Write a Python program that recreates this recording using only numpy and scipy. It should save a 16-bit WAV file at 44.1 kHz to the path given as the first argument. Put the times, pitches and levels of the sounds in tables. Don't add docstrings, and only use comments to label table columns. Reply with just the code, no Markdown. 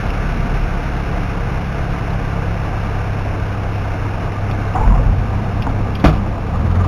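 import sys
import numpy as np
from scipy import signal
from scipy.fft import rfft, irfft
from scipy.io import wavfile

SR = 44100
rng = np.random.default_rng(int(sys.argv[2]) if len(sys.argv) > 2 else 0)


def gain_from_db(level_db):
    decades = np.asarray(level_db, float) / 20
    return 10 ** decades


def output_pcm(signal):
    pcm = np.clip(np.atleast_2d(signal).T, -1, 1) * 32767
    wavfile.write(sys.argv[1], SR, np.round(pcm).astype(np.int16))


N = 303055
TIME = np.arange(N) / SR

# (time [s], level [dB])
AIRSPEED_DB = [(0, 0.5), (2.5, -1.5), (4.7, -2.5), (4.9, -4.0), (6.0, -4), (6.88, -8)]
# (frequency [Hz], density [dB per Hz])
BUFFET_SPECTRUM = [(7.1, -44), (12, -6), (43, 0), (90, -3), (125, -4.5), (245, -12), (300, -19.5),
                   (390, -58), (660, -120)]
# (frequency [Hz], density [dB per Hz])
ROAR_SPECTRUM = [(94, -34), (160, -10), (252, -11), (291, -6.5), (423, -10), (459, -8), (567, -11.5),
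                 (695, -7.5), (1300, -14), (1470, -35), (1800, -41), (2340, -59), (3960, -120)]
# (frequency [Hz], density [dB per Hz])
HISS_SPECTRUM = [(900, -29), (1250, -10.5), (1470, -4.5), (1680, -7), (1870, -12.5), (2130, -9.5),
                 (2600, -11), (2850, -12), (3100, -19.5), (3700, -19), (4500, -23.5), (5000, -44)]
# (frequency [Hz], width [Hz], level [dB])
FLOW_PANELS = [(290.3, 40, -46.5), (466, 60, -39.5), (700, 64, -38.5), (1185, 20, -43.5), (3550, 40, -62)]
# (crest time [s], buffet level [dB])
HEAVES = [
    (.4, -20.5),
    (4.9, -14.5),
    (5.3, -31),
    (5.7, -22.5),
    (6.2, -25.5),
    (6.62, -29.5),
    (6.88, -22),
]
# (frequency [Hz], width [Hz], start [s], level [dB])
FLOOR_PANEL = (202.5, 19, 5, -28.5)
# (time [s], firing rate [Hz])
FIRING_HZ = [(0, 35.2), (.95, 34.85), (1.95, 34.36), (2.95, 33.85), (3.95, 33.5), (4.45, 33.56),
             (5.95, 33.5), (6.88, 33.25)]
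# (quarters of firing rate [-], mode [Hz], width [Hz], level on mode [dB])
CABIN_MODES = [(4, 35.3, 1.6, -21.5), (8, 71, 7, -26), (12, 100.6, 4.4, -23), (16, 138, 4.5, -29.5),
               (20, 172.5, 5.5, -30)]
# (quarters of firing rate [-], level [dB])
WEAK_ORDERS = [(2, -43), (3, -36), (5, -37), (6, -41), (10, -40), (14, -42), (15, -40), (24, -41),
               (34, -43)]
# (time [s], peak [dB], centre [Hz])
FITTING_TAPS = [
    (0.104, -22, 2800),
    (4.512, -21, 2400),
    (4.513, -24, 3400),
    (5.622, -16, 2700),
    (5.625, -26, 3530),
    (5.952, -19, 3330),
    (5.954, -21, 2680),
    (5.998, -24, 3500),
]
# (time [s], peak [dB], centre [Hz])
JOINT_TAPS = [
    (4.752, -25, 1060),
    (4.812, -17, 466),
    (4.893, -26, 1190),
    (4.905, -19, 1010),
    (4.922, -16, 910),
    (4.939, -20, 1050),
    (4.955, -16, 700),
    (4.978, -16, 1090),
    (4.994, -17, 545),
    (5.674, -13.5, 830),
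]
# (time [s], peak [dB], centre [Hz])
STOP_TAPS = [
    (4.8765, -7, 740),
    (5.668, -10.5, 900),
    (6.041, -25, 1480),
]
# (width over centre [-], t60 [s])
FITTING_SHAPE = (0.21, .045)
JOINT_SHAPE = (0.3, 0.053)
STOP_SHAPE = (0.65, 0.019)
# (time [s], pitch [Hz], level [dB], length [s])
CHIRPS = [
    (4.749, 805, -17.5, .02),
    (4.773, 790, -22, .012),
    (4.797, 872, -22, .028),
    (4.834, 875, -22, .016),
]
# (time [s], shake rate [Hz])
SPIN_HZ = [(6.45, 32), (6.52, 35), (6.63, 39), (6.7, 40.5), (6.75, 44), (6.8, 45), (6.88, 46.5)]
# (mode [Hz], width [Hz], level on mode [dB])
FRAME_MODES = [(42, 6, -19.5), (89, 20, -14.5), (120, 13, -22), (170, 30, -29), (200, 40, -31)]
# (frequency [Hz], width [Hz], level [dB])
RATTLE_PANELS = [(423, 93, -1), (740, 120, -2), (1000, 150, -2), (1185, 45, -1)]
# (time [s], peak [dB], ring [Hz], t60 [s])
GEAR_THUMPS = [
    (4.804, -6, 46, .25),
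    (4.86, -1, 43.5, .8),
    (4.8685, -14, 87, .5),
    (4.8713, -13, 131, .4),
    (5.12, -3, 95, .14),
    (6.056, -.5, 61, .24),
               (4.79, -10, 22.4, .4),
    (4.805, -16, 78, 0.22),
    (4.9, -25, 14, .8),
    (4.991, -11, 106, 0.48),
    (5.064, -11, 38.3, 0.39),
    (5.17, -10, 50, 0.48),
    (5.17, -16, 130, 0.97),
    (5.6, -8, 110, 0.17),
    (5.665, -16, 265, 0.26),
]
# (time [s], signed blow strength [-], crash level [dB])
SLAM_BLOWS = [
    (6.0404, 0.51, -13),
    (6.042, -0.79, -6.5),
    (6.048, 0.5, -19),
    (6.057, -0.27, -13),
    (6.066, 0.35, -20),
    (6.08, 0.016, -19),
    (6.093, 0.31, -22),
    (6.127, 0.17, -23),
    (6.151, -0.091, -26),
]
# (frequency [Hz], level [dB], t60 [s])
AIRFRAME_RINGS = [(157, -6, .33), (199, -9, .2), (296, -12, .2), (560, -17, .07), (759, -16, .09),
                  (1190, -15, .1), (1420, -21, .06)]
# (frequency [Hz], density [dB per Hz])
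CRASH_SPECTRUM = [(90, -12), (160, -0.5), (450, -11), (700, -7), (985, -17.5), (1230, -11), (1800, -25),
                  (2400, -18.5), (3200, -23), (4500, -26.5), (5000, -58)]

BUFFET_DB, ROAR_DB, HISS_DB = -25, -29, -31
BUFFET_FOLLOWS, ROAR_FOLLOWS = 0.7, 0.067
HEAVE_RISE_S, HEAVE_FALL_S = 0.12, 0.26
CHIRP_EDGE_S, FIRST_SAG_HZ, SAG_S = 0.004, 45, 0.008
SCRUB_START_S, SCRUB_END_S, SCRUB_DB = 4.748, 5.005, -34.5
BITE_DB, BITE_T60_S = -23, 0.3
LOAD_S = 0.077
LAST_JOLT_S, RATTLE_DB, RATTLE_POWER = 6.862, -33.5, 3
SETTLE_S, SETTLE_DB = 6.53, -4
RECORDER_SR_HZ = 8000


def rms_one(x):
    return x / np.sqrt(np.mean(x ** 2) + 1e-20)


def in_time(rows):
    time_s, value = np.transpose(rows)
    return np.interp(TIME, time_s, value)


def drift(rate_hz):
    r = np.exp(-80 * np.pi * rate_hz / SR)
    white = rng.standard_normal(N // 40 + 2002)
    slow = signal.lfilter([1], [1, -2 * r, r * r], white)[2000:]
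    return np.interp(np.arange(N) / 40, np.arange(len(slow)), rms_one(slow))


def coloured(spectrum):
    hz = np.arange(1, N // 2 + 2) * SR / N
    at_hz, db = np.transpose(spectrum)
    gain = gain_from_db(np.interp(np.log(hz), np.log(at_hz), db, -90, -90))
    return rms_one(irfft(rfft(rng.standard_normal(N)) * gain, N))


def resonance(x, hz, width_hz):
    r = np.exp(-np.pi * width_hz / SR)
    poles = [1, -2 * r * np.cos(2 * np.pi * hz / SR), r * r]
    return signal.lfilter(np.array([1, 0, -1]) * (1 - r * r) / 2, poles, x)


def panel_hum(hz, width_hz):
    return rms_one(resonance(rng.standard_normal(N), hz, width_hz))


def mode_gain(hz, mode_hz, width_hz, db):
    return gain_from_db(db) / np.sqrt(1 + (2 * (hz - mode_hz) / width_hz) ** 2)


def dying(start_s, t60_s, rise_s):
    t = np.maximum(TIME - start_s, 0)
    return (1 - np.exp(-t / rise_s)) * gain_from_db(-60 * np.minimum(t / t60_s, 3))


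def held(start_s, length_s, edge_s):
    nearest_end = np.minimum(TIME - start_s, start_s + length_s + edge_s - TIME)
    return np.clip(nearest_end / edge_s, 0, 1)


def airflow(engine_turn):
    flow_db = in_time(AIRSPEED_DB)
    heave = np.zeros(N)
    for crest_s, db in HEAVES:
        fade_s = np.where(TIME < crest_s, HEAVE_RISE_S, HEAVE_FALL_S)
        heave += gain_from_db(db) * np.exp(-np.abs(TIME - crest_s) / fade_s)
    gust, wash = drift(21), np.sin(engine_turn)
    buffet_gain = np.hypot(gain_from_db(BUFFET_DB + BUFFET_FOLLOWS * flow_db), heave)
    buffet = buffet_gain * gain_from_db(0.8 * drift(15)) * coloured(BUFFET_SPECTRUM)
    roar_db = ROAR_DB + ROAR_FOLLOWS * flow_db + 0.5 * gust + 0.23 * wash + 1.11 * drift(35)
    roar = gain_from_db(roar_db) * coloured(ROAR_SPECTRUM)
    hiss_db = HISS_DB + flow_db + 0.36 * gust + 0.64 * wash + 0.27 * drift(28)
    hiss = gain_from_db(hiss_db) * coloured(HISS_SPECTRUM)
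    hum = sum(gain_from_db(db + 1.5 * drift(23)) * panel_hum(hz, width_hz) for hz, width_hz, db in FLOW_PANELS)
    return buffet + roar + hiss + hum * gain_from_db(ROAR_FOLLOWS * flow_db + 0.73)


def rolling():
    hz, width_hz, start_s, db = FLOOR_PANEL
    return gain_from_db(db) * np.clip((TIME - start_s) / 0.68, 0, 1) * panel_hum(hz, width_hz)


def engine():
    firing_hz = in_time(FIRING_HZ)
    turn = 2 * np.pi * np.cumsum(firing_hz * (1 + 0.0008 * drift(3))) / SR
    orders = [(k, mode_gain(k * firing_hz / 4, *mode)) for k, *mode in CABIN_MODES]
    orders += [(k, gain_from_db(db)) for k, db in WEAK_ORDERS]
    tones = np.zeros(N)
    for k, gain in orders:
        tones += gain * gain_from_db(drift(10)) * np.sin(k * turn / 4 + rng.uniform(0, 2 * np.pi))
    settling = np.clip((TIME - SETTLE_S) / LOAD_S, 0, 1)
    return np.sqrt(2) * tones * gain_from_db(SETTLE_DB * settling), turn


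def taps(rows, shape):
    out, t = np.zeros(N), TIME[:SR // 8]
    spread, t60_s = shape
    for start_s, db, hz in rows:
        jitter = rng.standard_normal(len(t)) * gain_from_db(-60 * t / t60_s)
        jitter[0] += 12
        burst = resonance(resonance(jitter, hz, spread * hz), hz, spread * hz)
        out[round(start_s * SR):][:len(t)] += gain_from_db(db) * burst / np.abs(burst).max()
    return out


def fittings():
    return taps(FITTING_TAPS, FITTING_SHAPE) + taps(JOINT_TAPS, JOINT_SHAPE) + taps(STOP_TAPS, STOP_SHAPE)


def tyre():
    starts_s, pitches_hz = np.transpose(CHIRPS)[:2]
    hz = pitches_hz[np.maximum(np.searchsorted(starts_s, TIME) - 1, 0)]
    hz = hz - FIRST_SAG_HZ * held(starts_s[0], SAG_S + CHIRP_EDGE_S * 2, SAG_S)
    phase = 2 * np.pi * np.cumsum(hz * (1 + 0.012 * drift(120))) / SR
    grip = sum(gain_from_db(db) * held(start_s, length_s, CHIRP_EDGE_S) for start_s, _, db, length_s in CHIRPS)
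    squeal = grip * gain_from_db(drift(80)) * np.sqrt(2) * np.sin(phase)
    scrub = gain_from_db(SCRUB_DB) * held(SCRUB_START_S, SCRUB_END_S - SCRUB_START_S, 0.0093)
    bite = gain_from_db(BITE_DB) * dying(SCRUB_START_S, BITE_T60_S, 0.003)
    rubber = rms_one(resonance(resonance(rng.standard_normal(N), 910, 550), 890, 560))
    return squeal + (scrub + bite) * gain_from_db(1.8 * drift(60)) * rubber


def nose_wheel():
    spin_hz = in_time(SPIN_HZ)
    turn = 2 * np.pi * np.cumsum(spin_hz) / SR
    turn = turn - turn[round(LAST_JOLT_S * SR)]
    shake = np.zeros(N)
    for k, mode in enumerate(FRAME_MODES, start=1):
        shake += np.sqrt(2) * mode_gain(k * spin_hz, *mode) * np.cos(k * turn)
    jolts = rng.standard_normal(N) * gain_from_db(6 * np.cos(turn / 2 + 2))
    rattle = sum(gain_from_db(db) * rms_one(resonance(jolts, hz, width_hz)) for hz, width_hz, db in RATTLE_PANELS)
    rattle_gain = gain_from_db(RATTLE_DB) * (spin_hz / spin_hz[-1]) ** RATTLE_POWER
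    load = np.clip((TIME - SPIN_HZ[0][0]) / LOAD_S, 0, 1)
    return load * (shake + rattle_gain * rattle)


def gear():
    out = np.zeros(N)
    for start_s, db, hz, t60_s in GEAR_THUMPS:
        out -= gain_from_db(db) * dying(start_s, t60_s, 0.005) * np.sin(2 * np.pi * hz * (TIME - start_s))
    return out


def nose_slam():
    blows = np.full(N, 1e-18)
    crash_gain = np.zeros(N)
    for start_s, blow, db in SLAM_BLOWS:
        blows[round(start_s * SR)] = blow
        crash_gain += gain_from_db(db) * dying(start_s, 0.099, 0.00039)
    out = coloured(CRASH_SPECTRUM) * crash_gain
    for hz, db, t60_s in AIRFRAME_RINGS:
        r, w = gain_from_db(-60 / (t60_s * SR)), 2 * np.pi * hz / SR
        out += gain_from_db(db) * signal.lfilter([0, np.sin(w)], [1, -2 * r * np.cos(w), r * r], blows)
    return out


def scene():
    drone, engine_turn = engine()
    background = airflow(engine_turn) + rolling() + drone
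    touchdown = fittings() + tyre() + nose_wheel() + gear() + nose_slam()
    return (background + touchdown)[None]


def roll_off(x):
    return signal.sosfilt(signal.butter(12, 16000, fs=SR, output="sos"), x)


def record(dry):
    band = signal.sosfilt(signal.cheby2(10, 60, 5200, fs=SR, output="sos"), dry[0])
    clipped = np.clip(band, -1.1, 0.9)
    drooped = signal.lfilter(*signal.butter(1, 9, "high", fs=SR), clipped)
    ticks_s = np.arange(N * RECORDER_SR_HZ // SR + 2) / RECORDER_SR_HZ
    coarse = np.clip(np.interp(ticks_s, TIME, drooped), -0.99, 0.99)
    joined = np.interp(TIME, ticks_s, coarse)
    smooth = signal.sosfilt(signal.cheby2(14, 40, 15900, fs=SR, output="sos"), joined)
    return roll_off(smooth[None])


dry = scene()
out = record(dry)
output_pcm(out)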